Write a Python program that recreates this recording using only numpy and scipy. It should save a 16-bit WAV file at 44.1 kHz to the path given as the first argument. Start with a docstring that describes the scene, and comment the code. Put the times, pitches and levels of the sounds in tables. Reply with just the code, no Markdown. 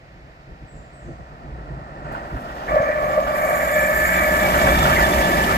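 """An electric express train runs through a station, heard from the platform in a light wind.
At first it is a distant roar, and a small bird calls over it. The wheels knock over the points
(the track switches) and shake the rails, which sing at their own pitches with a steely sizzle on top.
Then the coaches rush past, rolling and rumbling; the nose pushes air against the microphone and
the motors whine by, falling in pitch."""
import sys
import numpy as np
from scipy import signal
from scipy.fft import rfft, irfft, next_fast_len
from scipy.io import wavfile
from scipy.ndimage import uniform_filter1d

SR = 44100
rng = np.random.default_rng(int(sys.argv[2]) if len(sys.argv) > 2 else 0)


def generate_wav(sig):
    """Save sig (samples, or channels by samples) to the path in sys.argv[1] as 16-bit PCM at SR."""
    pcm = np.round(np.clip(np.atleast_2d(sig).T, -1, 1) * 32767).astype(np.int16)
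    wavfile.write(sys.argv[1], SR, pcm)


N = 245637
SIZE = next_fast_len(N, True)
TIME, HZ = np.arange(N) / SR, np.fft.rfftfreq(SIZE, 1 / SR)
# The train's nose reaches the points, then draws level with the microphone.
POINTS_S, ARRIVAL_S, SPEED_M_PER_S, TRACK_DISTANCE_M = 2.673, 4.714, 46.4, 12.45


def amp(db):
    """Turns decibels into a gain."""
    return 10 ** (np.asarray(db) / 20)


def unit(x):
    """Scales a signal to an average (rms) level of one."""
    return x / np.sqrt(np.mean(x ** 2) + 1e-20)


def along(points):
    """Joins (Hz, value) points into a curve over all frequencies."""
    hz, value = np.transpose(points)
    return np.interp(np.log(HZ + 1), np.log(hz + 1), value)


def wander(rate_hz):
    """A random wobble of size one, no faster than about the given rate."""
    return unit(irfft(rfft(rng.standard_normal(SIZE)) / (1 + (HZ / rate_hz) ** 4), SIZE)[:N])


def ringing(modes):
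    """A tone colour with a steep peak at each mode, a pitch at which something likes to ring."""
    peaks = (amp(db) ** 2 / (1 + ((HZ - hz) / (0.58 * width)) ** 2) ** 2 for hz, width, db in modes)
    return np.sqrt(sum(peaks))


def steady(x, samples):
    """Evens out the slow level of a noise, keeping its fast flutter."""
    power = uniform_filter1d(uniform_filter1d((x ** 2).mean(0), samples), samples // 2)
    return x / np.sqrt(abs(power) + 1e-9)


def add(mix, s, sound):
    """Mixes a sound in, starting at s seconds."""
    part = mix[max(round(s * SR), 0):][:len(sound)]
    part += sound[:len(part)]


def ramp(start_s, length_s):
    """Rises evenly from zero to one."""
    return np.clip((TIME - start_s) / length_s, 0, 1)


def arch(s, length):
    """A smooth rise and fall with its middle at s seconds."""
    return np.cos(np.pi * np.clip((TIME - s) / length, -.5, .5)) ** 2


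def swells(rows):
    """A gain that swells out of silence and back."""
    return sum(amp(db) * arch(s, length) for s, length, db in rows)


def surges(rows):
    """A gain that briefly lifts or dips around one."""
    return amp(sum(db * arch(s, length) for s, length, db in rows))


def doublings(t):
    """How many times the train's distance is doubled, compared with its closest."""
    ahead_m = np.maximum(ARRIVAL_S - t, 0) * SPEED_M_PER_S
    return np.log2(np.hypot(ahead_m, TRACK_DISTANCE_M) / TRACK_DISTANCE_M)


# How the microphone's two sides differ. Each row: frequency in Hz, then the value noted.
LIKENESS = [(60, 0.92), (200, 0.99), (350, 0.89), (600, 0.88), (1100, 0.8), (1800, 0.79), (2600, 0.43),
            (4000, 0.13), (7000, 0.44), (9000, 0.67), (15000, 0.72)]  # how alike they are, from 0 to 1
LEFT_LEAD = [(300, 0), (450, .9), (660, .75), (850, 2.5), (1150, 3.2), (1750, 5.0), (2100, 6.3),
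             (3200, 9.4), (4200, 12.6), (6500, 18.3), (7500, 18.85)]  # how far the left is ahead, in radians
LEFT_LOUDER = [(200, -1), (400, 1), (600, 1.3), (900, -3), (1400, -1.5), (1800, -1), (3500, -2), (8000, -1),
               (13000, 0.3)]  # how much louder the left is, in dB


def noise(colour, lead=None):
    """Stereo noise of a given tone colour; it comes from the track unless a lead is given."""
    a, b, c, d = rng.standard_normal((4, len(HZ)))
    left, unrelated = a + 1j * b, c + 1j * d
    same = np.clip(along(LIKENESS), 0, 1)
    delay = np.exp(-1j * (along(LEFT_LEAD) if lead is None else lead))
    right = (same * left + np.sqrt(1 - same ** 2) * unrelated) * delay * amp(-along(LEFT_LOUDER))
    return unit(irfft(np.array([left, right]) * colour, SIZE)[:, :N])


def stereo(x):
    """A sound from down the track reaches the left side first."""
    return np.array([x, irfft(rfft(x, SIZE) * np.exp(-1j * along(LEFT_LEAD)), SIZE)[:N]])


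def echoes(x, fade_s, echo_db):
    """Adds a wash of echoes from the platforms and buildings."""
    tail = rng.standard_normal((2, SR)) * amp(-60 * TIME[:SR] / fade_s)
    wash = signal.fftconvolve(x[None], tail / np.linalg.norm(tail[0]), axes=1)[:, :N]
    return stereo(x) + amp(echo_db) * wash


def flaring(modes, depth_db, rate_hz):
    """Ringing bands of noise, each flaring up and fading on its own."""
    bands = (amp(db) * np.sqrt(width) * noise(ringing([(hz, width, 0)])) for hz, width, db in modes)
    return unit(sum(band * amp(depth_db * wander(rate_hz)) for band in bands))


def wavering_tone(hz, waver_hz):
    """Steel shaken at random rings with an almost pure tone, wavering in pitch and level."""
    angle = 2 * np.pi * np.cumsum(hz + waver_hz * wander(26)) / SR
    return np.sin(angle) * amp(2.1 * wander(18))


# The far train's roar. Each row: frequency in Hz, relative level in dB.
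ROAR_COLOUR = [(110, -12), (260, -3.5), (450, -12), (700, -0.5), (1000, -7), (1500, -9.5), (1950, -27.5),
               (2500, -21.5), (3500, -35), (4800, -32.5), (6000, -41), (7800, -39.5), (9500, -51),
               (15000, -56)]
# The rails' faint ringing. Each row: pitch in Hz, width in Hz, relative level in dB.
FAR_RAIL_MODES = [(593, 146, 1), (1330, 150, -6.5), (1824, 200, -5)]


def distant_train(db_per_doubling=16.5):
    """The far train roars dully and sets the rails ringing, growing until it reaches the points."""
    farther = np.maximum(doublings(TIME) - doublings(POINTS_S), 0)
    level = amp(-db_per_doubling * farther) * surges([(2.15, 0.42, 5.6)])  # swells on the far points
    drift, flare = amp(.5 * wander(14)), amp(1.2 * wander(20))
    roar = amp(-33) * noise(amp(along(ROAR_COLOUR))) * drift
    ring = amp(-37.5) * noise(ringing(FAR_RAIL_MODES)) * flare
    return level * (roar + ring)


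# The rail yard's hush. Each row: frequency in Hz, relative level in dB.
HUSH_COLOUR = [(100, -27), (300, -11), (500, 4.5), (1100, -7.5), (2000, 3), (3300, -11.5), (4900, -13),
               (6200, -20), (7700, -22), (9000, -31), (11000, -31.5), (15500, -31)]


def yard_hush(lag_s=0.00017):
    """A steady background hush that reaches the right side first."""
    return amp(-53.5) * noise(amp(along(HUSH_COLOUR)), lead=-2 * np.pi * HZ * lag_s)


# Gusts of wind. Each row: middle in seconds, length in seconds, level in dB.
GUSTS = [(.25, 0.2, -53), (.51, 0.12, -43.5), (.64, 0.076, -39), (.78, 0.12, -41), (.94, 0.043, -42),
         (1.1, 0.19, -37), (1.21, 0.072, -36.5), (1.33, .07, -43.5), (1.55, 0.38, -37), (1.74, 0.18, -32.5),
         (2.09, 0.27, -38.5), (2.35, 0.1, -28.5), (2.73, 0.15, -34.5), (3.05, 0.22, -40), (3.28, 0.14, -39)]
# Air hitting the microphone. Each row: frequency in Hz, relative level in dB.
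WIND_COLOUR = [(15, -45), (30, -8.5), (55, 3), (88, -12), (140, -2), (220, -16.5), (330, -14), (600, -24),
               (1500, -70), (5000, -98)]


def wind(start_db=-48.5, full_db=-40, freshen_s=2.4, lumps_db=2.5):
    """Short gusts buffet the microphone over a lumpy breeze that picks up and then holds."""
    breeze = amp(start_db + (full_db - start_db) * ramp(0, freshen_s) + lumps_db * wander(13))
    return (breeze + swells(GUSTS)) * steady(noise(amp(along(WIND_COLOUR))), samples=2600)


# Bird chirps. Each row: start and length in seconds, first and last pitch in Hz, level in dB.
CHIRPS = [(0.655, 0.16, 7950, 7030, -63.5), (0.914, .12, 8400, 7040, -64.5), (1.01, 0.095, 6800, 6070, -68)]


def bird(flutter_hz=240):
    """A small bird far off in the yard gives thin, falling calls with a quick flutter."""
    calls, flutter = np.zeros(N), flutter_hz * wander(254)
    for s, length, start_hz, end_hz, db in CHIRPS:
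        count = int(length * SR)
        hz = np.linspace(start_hz, end_hz, count) + flutter[int(s * SR):][:count]
        add(calls, s, amp(db) * np.sin(2 * np.pi * np.cumsum(hz) / SR) * signal.windows.tukey(count, .5))
    return echoes(calls, fade_s=1.0, echo_db=5)


# Rolling noise and low rumble. Each row: frequency in Hz, relative level in dB.
ROLL_COLOUR = [(150, -51), (450, -7), (720, 2), (950, 5), (1200, -17), (1450, -36), (2300, -13.5),
               (2750, -8.5), (3500, -14.5), (4300, -18), (6000, -19), (9000, -56), (15500, -47)]
RUMBLE_COLOUR = [(15, -35), (35, -8), (60, 0), (88, -12), (125, -8), (180, -5.5), (240, -8), (370, -7.5),
                 (500, -19), (900, -73), (3000, -78)]
# Ringing wheels and booming track bed. Each row: pitch in Hz, width in Hz, relative level in dB.
WHEEL_MODES = [(1310, 120, 5.5), (3470, 110, -6), (3800, 480, -29), (4870, 110, -10), (5470, 170, -18.5),
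               (6500, 79, -11.5)]
BED_MODES = [(66, 12, 0), (184, 13, -.5)]
# Bogies (the wheeled frames under a coach) going by. Each row: middle and length in seconds, lift in dB.
BOGIE_SURGES = [(4.88, .3, 1.5), (5.22, 0.098, 1)]


def coaches(emerge_s=0.9):
    """Wheels roll and ring, bogies rumble and the track bed booms, louder as the train nears."""
    away, emerged = doublings(TIME), ramp(POINTS_S - emerge_s, emerge_s)
    roll_gain = amp(-5.5 * away) * emerged ** 2 * surges(BOGIE_SURGES)
    rumble_gain = amp(-6.5 * away) * emerged
    rolling = amp(-24) * noise(amp(along(ROLL_COLOUR))) * amp(1.57 * wander(55))
    wheels = amp(-31) * flaring(WHEEL_MODES, depth_db=6.5, rate_hz=15)
    rumble = amp(-24) * noise(amp(along(RUMBLE_COLOUR)))
    # The boom travels along the track and builds up just ahead of the train.
    boom_level = amp(np.interp(TIME, [2.6, 4.1, 4.8], [-25.5, -24, -30.5]))
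    boom = boom_level * steady(noise(ringing(BED_MODES)), samples=9000)
    return roll_gain * (rolling + wheels) + rumble_gain * (rumble + boom)


# Bogies clacking, first far off, then alongside. Each row: start in seconds, level in dB.
CLACKS = [(2.045, -39.5), (2.105, -37), (2.143, -32), (2.295, -34), (2.36, -35.5), (2.485, -36),
          (2.608, -40), (3.262, -26), (4.405, -26), (4.535, -18.5), (4.6, -30), (4.66, -19), (4.845, -17),
          (4.91, -24), (4.975, -21)]
# The tone of a clack. Each row: frequency in Hz, relative level in dB.
CLACK_COLOUR = [(200, -29), (500, -32), (750, 4), (1100, 0), (1500, 7.5), (1900, -9), (3000, -15),
                (6000, -62), (15000, -60)]


def clatter(peak_s=0.012):
    """Each bogie gives a short, dry burst of noise."""
    bursts, t = np.zeros(N), TIME[:SR // 5]
    for s, db in CLACKS:
        add(bursts, s, amp(db) * t / peak_s * np.exp(1 - t / peak_s))
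    return bursts * noise(amp(along(CLACK_COLOUR)))


def fade_after_nose(db_per_s=2):
    """The rails' sound fades once the nose has gone by."""
    return amp(-db_per_s * np.maximum(TIME - ARRIVAL_S, 0))


# The front wheels cross rail joints.
# Each row: start and build-up time in seconds, relative levels of ring and sizzle in dB.
RAIL_JOINTS = [(2.15, 0.26, -75, -63), (2.675, 0.012, -32, -57), (2.97, 0.085, -32.5, -52),
               (3.28, 0.21, -27, -39.5), (3.7, 0.3, -25, -35.5)]


def carried_by_rails():
    """Gains of ring and sizzle: as the wheels pass the joints, more gets through to the near rails."""
    gains = np.zeros((2, N))
    for s, rise, ring_db, sizzle_db in RAIL_JOINTS:
        gains += ramp(s, rise) * (amp([[ring_db], [sizzle_db]]) - gains)
    return gains * fade_after_nose()


# The rails' highest ringing. Each row: pitch in Hz, width in Hz, relative level in dB.
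SIZZLE_MODES = [(4600, 300, -11), (6923, 110, 3), (7535, 80, 3.5), (8630, 130, -7), (9180, 140, -10),
                (9770, 140, -8), (10330, 150, -10), (10900, 150, -10), (11511, 60, 1), (12090, 150, 1),
                (12400, 500, -4), (12680, 250, -2), (13176, 110, -2), (13500, 600, -8), (14400, 200, -13),
                (15200, 500, -15)]
# The hiss of wheel on rail. Each row: frequency in Hz, relative level in dB.
HISS_COLOUR = [(3000, -40), (5500, -5), (7200, -2), (8200, -3), (10500, -5.5), (12000, 0.5), (13000, -4.5),
               (14200, -7), (15500, -13)]


def sizzle(sting_s=2.12, sting_fade_s=.2):
    """The rails' highest ringing carries far; close by, the plain hiss of the wheels takes over."""
    _, level = carried_by_rails()
    # The first wheel on the points gives a sharp sting of treble.
    sting = (TIME > sting_s) * amp(-58 - 60 * abs(TIME - sting_s) / sting_fade_s)
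    ring_share = np.interp(TIME, [2.3, 3.1, 4.2, 4.9], [.1, 0.66, 0.79, 0.31])
    ring = np.sqrt(ring_share) * flaring(SIZZLE_MODES, depth_db=3.2, rate_hz=28)
    hiss = np.sqrt(1 - ring_share) * noise(amp(along(HISS_COLOUR)))
    grit = amp(.6 * wander(40) + 1.1 * wander(400))
    return amp(0.95) * (level + sting) * (ring + hiss) * grit


# Swells of the two whining tones. Each row: middle and length in seconds, relative level in dB.
LOWER_WHINE_SWELLS = [(3.82, 0.28, -22.5), (4.03, .35, -27), (4.35, 0.28, -28), (4.72, 0.091, -25.5),
                      (5.04, 0.077, -23.5), (5.28, 0.46, -27.5), (5.56, 0.099, -26)]
UPPER_WHINE_SWELLS = [(3.82, 0.24, -32), (4.2, 0.18, -30), (4.47, 0.13, -25), (4.72, .16, -32)]


def rail_whine(lower_hz=1744, upper_hz=2320):
    """Two sharp pitches of the rails stand out as a high whine that comes in swells."""
    ring_gain, _ = carried_by_rails()
    lower_level = amp(-6.5) * ring_gain + swells(LOWER_WHINE_SWELLS)
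    upper_level = amp(-11.5) * ring_gain + swells(UPPER_WHINE_SWELLS)
    lower = amp(1.5) * lower_level * wavering_tone(lower_hz, waver_hz=6.3)
    upper = amp(-0.5) * upper_level * wavering_tone(upper_hz, waver_hz=12.3)
    return stereo(lower + upper)


# The rails' low hum and high ring. Each row: pitch in Hz, width in Hz, relative level in dB.
HUM_MODES = [(607.4, 33, 2), (633.5, 56, -1), (556.7, 39, 0.5), (690, 170, -7.5), (1166, 107, -3)]
RING_MODES = [(1241, 130, -4), (1616, 260, -6.5), (1767, 180, -1.5), (1951, 33, -2), (2120, 290, -10.5),
              (2198, 6.3, 3.5), (2250, 14, 0), (2356, 69, -6.5)]
# Their lifts and dips. Each row: middle in seconds, length in seconds, change in dB.
HUM_SURGES = [(2.78, 0.24, 3.5), (2.925, 0.19, -6), (3.19, 0.12, 3.5), (3.5, 0.26, 3), (4.05, 0.48, -2),
              (4.66, 0.25, 4), (4.785, 0.1, -12), (5.47, 0.18, -8.5)]
RING_SURGES = [(2.695, .05, 1.5), (2.9, 0.17, 1), (3.24, 0.31, -3), (4.18, 0.29, 4)]
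# How much of the hum is a pure tone. Each row: time in seconds, share from 0 to 1.
HUM_PURITY = [(2.7, 0.18), (3.2, 0.36), (3.6, 0.34), (4.5, 0.33), (4.9, 0)]


def rail_song(hum_db=-21.5, hum_rise_s=0.029):
    """Rough wheels shake the rails; the rails stay put, so their pitches hold as the train passes."""
    hum_level = amp(hum_db) * ramp(POINTS_S, hum_rise_s) * surges(HUM_SURGES) * fade_after_nose()
    purity = np.interp(TIME, *np.transpose(HUM_PURITY))
    tone = np.sqrt(purity) * unit(stereo(wavering_tone(HUM_MODES[0][0], waver_hz=3.8)))
    fuzz = np.sqrt(1 - purity) * steady(noise(ringing(HUM_MODES)), samples=3600)
    ring_gain, _ = carried_by_rails()
    ring = amp(1.4) * noise(ringing(RING_MODES)) * amp(1.53 * wander(55))
    return hum_level * (tone + fuzz) + ring_gain * surges(RING_SURGES) * ring


# Wheels knocking over the points. Each row: start in seconds, peak level before echoes in dB.
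KNOCKS = [(2.755, -9), (2.825, -13), (2.886, -11.5), (3.175, -15.5), (4.685, -15)]


def wheel_knocks(rise_s=0.0078):
    """Each blow of a wheel makes the rails' low pitches swell and die away."""
    blows, t = np.zeros(N), TIME[:SR // 4]
    ring = sum(amp(db) * np.sqrt(width) * np.exp(-np.pi * width * t) * np.sin(2 * np.pi * hz * t)
               for hz, width, db in HUM_MODES)
    ring *= (1 - np.exp(-t / rise_s)) ** 2
    for s, db in KNOCKS:
        add(blows, s, amp(db) * ring / abs(ring).max())
    return echoes(blows, fade_s=.3, echo_db=-10)


def wind_thump(start_s=2.8, length_s=0.0077, db=-20):
    """One push and pull of wind gives a low thump."""
    thump, count = np.zeros(N), int(length_s * SR)
    cycle = np.sin(np.linspace(0, 2 * np.pi, count)) * signal.windows.tukey(count, .5)
    add(thump, start_s, amp(db) * cycle)
    return thump


def bow_wave(middle_s=4.81, length_s=0.56, db=-23.5):
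    """Air pushed aside by the train's nose buffets the microphone."""
    return amp(db) * arch(middle_s, length_s) * steady(noise(amp(along(WIND_COLOUR))), samples=4000)


# Powered bogies whining past, one list for each. Each row: time in seconds, pitch in Hz, level in dB.
MOTOR_GLIDES = [
    [(4.7, 3670, -54), (4.76, 3530, -37), (4.87, 3480, -34), (4.9, 3050, -46), (4.93, 2880, -32),
     (4.97, 2770, -50)],
    [(4.86, 2400, -46), (4.93, 2294, -44), (4.98, 2002, -21), (5.02, 1860, -24), (5.07, 1664, -40.5),
     (5.14, 1520, -51)],
]


def motor(glide):
    """A narrow band of noise slides down in pitch as a powered bogie goes by."""
    s, hz, db = np.transpose(glide)
    angle = 2 * np.pi * np.cumsum(np.interp(TIME, s, hz)) / SR
    tone = wander(190) * np.cos(angle) + wander(180) * np.sin(angle)
    return stereo(tone * np.interp(TIME, s, amp(db), left=0, right=0))


def scene():
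    """Rails, train, air and bird together."""
    rails = rail_song() + rail_whine() + wheel_knocks() + sizzle()
    distance = distant_train() + yard_hush()
    train = clatter() + coaches() + sum(motor(glide) for glide in MOTOR_GLIDES)
    air = wind() + wind_thump() + bow_wave()
    return rails + distance + train + air + bird()


def record(dry):
    """Cuts off the very highest treble."""
    lowpass = signal.firwin(511, 15700, window=("kaiser", 9), fs=SR)
    return signal.oaconvolve(dry, lowpass[None], "same")


dry = scene()
out = record(dry)
generate_wav(out)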